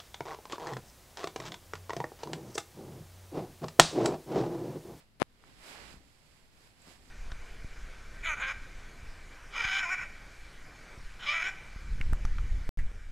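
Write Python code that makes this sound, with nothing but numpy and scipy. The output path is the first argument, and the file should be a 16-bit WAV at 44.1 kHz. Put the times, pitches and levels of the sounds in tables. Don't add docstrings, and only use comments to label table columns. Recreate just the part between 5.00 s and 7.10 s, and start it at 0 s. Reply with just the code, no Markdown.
import sys
import numpy as np
from scipy import signal
from scipy.fft import rfft, irfft
from scipy.io import wavfile

SR = 44100
rng = np.random.default_rng(int(sys.argv[2]) if len(sys.argv) > 2 else 0)


def inscribe(sig):
    pcm = np.round(np.clip(np.atleast_2d(sig).T, -1, 1) * 32767)
    wavfile.write(sys.argv[1], SR, pcm.astype(np.int16))


N = 92610
T = np.arange(N) / SR
HZ = np.maximum(np.fft.rfftfreq(N, 1 / SR), 1)

# start in seconds, impulse level in dB, pitch in Hz, damping ratio,
# cut-off in Hz (lower for a softer contact).
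KNOCKS = [(.2004, -20.5, 1497, 0.94, 8000), (0.2192, 3, 431, 0.77, 1100), (0.2278, -12, 1176, 0.518, 3200)]
THUD_HZ, THUD_DAMPING, THUD_DB = 171, 0.394, -25.5
SCUFF_START_S, SCUFF_PEAK_S, LIFT_S = .1985, .219, .228
SCUFF_HZ, SCUFF_DAMPING, SCUFF_DB, SLIPS_PER_S = 396, 1.72, -36.5, 3000
RISE_DB_PER_S, FALL_DB_PER_S = 300, 2500.5
PORT_HZ, PORT_DAMPING, PORT_RING_DB, PORT_LEAK_HZ = 10270, 0.043, -7, 55

# time in seconds, level in dB.
CLOTH_SWELLS = [(0, -63), (.06, -76.5), (.15, -81.5), (.38, -73), (.48, -64), (.56, -65), (.68, -52),
                (.81, -53), (.93, -58), (1.0, -70), (1.2, -71), (1.36, -68.5), (1.5, -72.5), (1.58, -67.5),
                (1.665, -64.5), (1.74, -71.5), (1.83, -65), (1.89, -59), (1.94, -61.5), (1.985, -68.5),
                (2.1, -66)]
# time in seconds, treble gain in dB.
CLOTH_TREBLE = [(0, -1), (.5, -1.5), (.69, 0), (.78, -5), (.93, -1), (1.1, 3), (1.65, 1), (1.9, 1.5),
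                (2.1, 3)]
# time in seconds, added left minus right level in dB.
CLOTH_PAN = [(0, -1), (.45, -1), (.68, 0.5), (.9, -3.5), (1.4, -1.5), (1.65, 1), (1.85, -1), (2.1, -1)]
# frequency in Hz, relative density in dB.
CLOTH_SPECTRUM = [(40, -12), (150, -4), (300, -1), (700, 0), (1300, -1.5), (2200, 0), (3700, -5),
                  (5100, -4), (5800, -11.5), (7200, -8.5), (7900, -7), (8900, -15), (10800, -14.5),
                  (13000, -22), (16000, -30.5)]
# frequency in Hz, left minus right level in dB.
CLOTH_BALANCE = [(100, -1.5), (380, -4.5), (700, -1.5), (1290, -5), (2380, -10), (4400, -7.5), (8120, -8.5),
                 (10600, 2.5), (14000, 2.5)]
TREBLE_FROM_HZ, GRAIN_DB, GRAIN_HZ = 4230, 0.6341, 162

# centre in seconds, Gaussian width in seconds, level in dB,
# first and last pitch in Hz, left minus right level in dB.
LIGHT_BRUSH = (1.69, 0.0023, -66.5, 900.5, 2099, 10)

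# time in seconds, level in dB.
RUMBLE_LEVEL = [(0, -76.5), (.35, -76.5), (.5, -62), (.72, -76), (.82, -58), (.89, -61.5), (.96, -62.5),
                (1.02, -66.5), (1.15, -72), (1.7, -73), (1.88, -68), (2.1, -64.5)]
# frequency in Hz, relative density in dB.
RUMBLE_SPECTRUM = [(20, -3), (55, 0), (90, -9.5), (250, -9), (500, -19.5), (1500, -46.5), (16000, -76.5)]
# start in seconds, impulse level in dB, pitch in Hz.
HAND_BUMPS = [(.941, -43, 149.7), (.970, -49.5, 55), (1.007, -52.5, 308), (1.607, -52.5, 299),
              (1.873, -46, 205), (1.884, -44.5, 190.3), (2.076, -51.5, 254)]
# start in seconds, impulse level in dB, pitch in Hz, damping ratio.
CASE_TICKS = [(0.4391, -38, 1170, 0.285), (1.819, -48.5, 7630, 0.0266)]

# frequency in Hz, relative density in dB.
ROOM_SPECTRUM = [(20, 3.5), (60, -2), (150, -6), (400, -17.5), (1000, -22), (4500, -25), (6000, -32),
                 (7900, -34), (9000, -35), (11000, -33.5), (16000, -45.5)]
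# frequency in Hz, correlation coefficient.
CORRELATION = [(60, 0.467), (290, 0.622), (640, 0.51), (1410, 0.011), (3100, 0.039), (6800, 0.112),
               (10500, 0.885), (14000, 1)]


def fingertip():
    slips = (rng.random(N) < SLIPS_PER_S / SR) * rng.standard_normal(N)
    scuff = unit_rms(butterworth(resonate(slips, SCUFF_HZ, SCUFF_DAMPING), 3000, "low", order=1))
    from_peak = T - SCUFF_PEAK_S
    press_db = SCUFF_DB + np.minimum(RISE_DB_PER_S * from_peak, -FALL_DB_PER_S * from_peak)
    pressure = scuff * from_db(press_db) * (T > SCUFF_START_S) * (T < LIFT_S)
    for start, db, hz, damping, cutoff_hz in KNOCKS:
        pop = resonate(impulse(start, db), hz, damping)
        thud = resonate(impulse(start, db + THUD_DB), THUD_HZ, THUD_DAMPING)
        pressure += butterworth(pop + thud, cutoff_hz, "low", order=1)
    pressure = butterworth(pressure, PORT_LEAK_HZ, "high", order=1)
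    left = pressure + from_db(PORT_RING_DB) * resonate(pressure, PORT_HZ, PORT_DAMPING)
    right = from_db(-39.5) * butterworth(left, 1000, "high", order=1)
    return np.array([left, right])


def sleeve():
    friction = noise_spectrum(CLOTH_SPECTRUM) * pan(in_hz(CLOTH_BALANCE))
    treble_share = HZ ** 4 / (HZ ** 4 + TREBLE_FROM_HZ ** 4)
    body = irfft(friction * (1 - treble_share), N)
    treble = from_db(in_time(CLOTH_TREBLE)) * irfft(friction * treble_share, N)
    grain = unit_rms(butterworth(rng.standard_normal(N), GRAIN_HZ, "low"))
    level = from_db(in_time(CLOTH_SWELLS) + GRAIN_DB * grain)
    return (body + treble) * level * pan(in_time(CLOTH_PAN))


def hand():
    rumble = from_db(in_time(RUMBLE_LEVEL)) * irfft(noise_spectrum(RUMBLE_SPECTRUM), N)
    bumps = sum(resonate(impulse(start, db), hz, damping=0.214) for start, db, hz in HAND_BUMPS)
    ticks = sum(butterworth(resonate(impulse(start, db), hz, damping), 2 * hz, "low")
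                for start, db, hz, damping in CASE_TICKS)
    return rumble + butterworth(bumps, 702, "low") + ticks


def brush():
    centre, width, db, first_hz, last_hz, pan_db = LIGHT_BRUSH
    bands = []
    for hz in (first_hz, last_hz):
        ringing = resonate(rng.standard_normal(N), hz, damping=0.36)
        bands.append(unit_rms(butterworth(ringing, 2 * hz, "low")))
    offset = (T - centre) / width
    upper_share = np.clip(.5 + .5 * offset, 0, 1)
    blend = np.sqrt(1 - upper_share) * bands[0] + np.sqrt(upper_share) * bands[1]
    return from_db(db) * np.exp(-offset ** 2 / 2) * blend * pan(pan_db)


def room():
    return from_db(-68.5) * irfft(noise_spectrum(ROOM_SPECTRUM), N) * pan(0.5)


def noise_spectrum(colour):
    mid, side = rfft(rng.standard_normal((2, N)))
    correlation = np.clip(in_hz(CORRELATION), -.98, .98)
    pair = np.sqrt(1 + correlation) * mid + np.sqrt(1 - correlation) * side * [[1], [-1]]
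    return pair * unit_rms(from_db(in_hz(colour)))


def resonate(x, hz, damping):
    w = 2 * np.pi * hz / SR
    loss = damping * np.sin(w)
    return signal.lfilter([.5, 0, -.5], [1 + loss, -2 * np.cos(w), 1 - loss], x + 1e-18)


def impulse(start, db):
    return from_db(db) * (np.arange(N) == int(start * SR))


def butterworth(x, hz, kind, order=2):
    return signal.sosfilt(signal.butter(order, hz, kind, fs=SR, output="sos"), x + 1e-18)


def pan(db):
    gains = from_db(np.array([[.5], [-.5]]) * db)
    return gains / np.sqrt(np.mean(gains ** 2, axis=0))


def from_db(db):
    return 10 ** (np.asarray(db) / 20)


def unit_rms(x):
    return x / np.sqrt(np.mean(x ** 2) + 1e-20)


def in_time(rows):
    return np.interp(T, *np.transpose(rows))


def in_hz(rows):
    hz, value = np.transpose(rows)
    return np.interp(np.log(HZ), np.log(hz), value)


def scene():
    return room() + fingertip() + sleeve() + hand() + brush()


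def record(dry):
    return signal.sosfilt(signal.ellip(10, .1, 80, 15700, fs=SR, output="sos"), dry)


dry = scene()
out = record(dry)
inscribe(out)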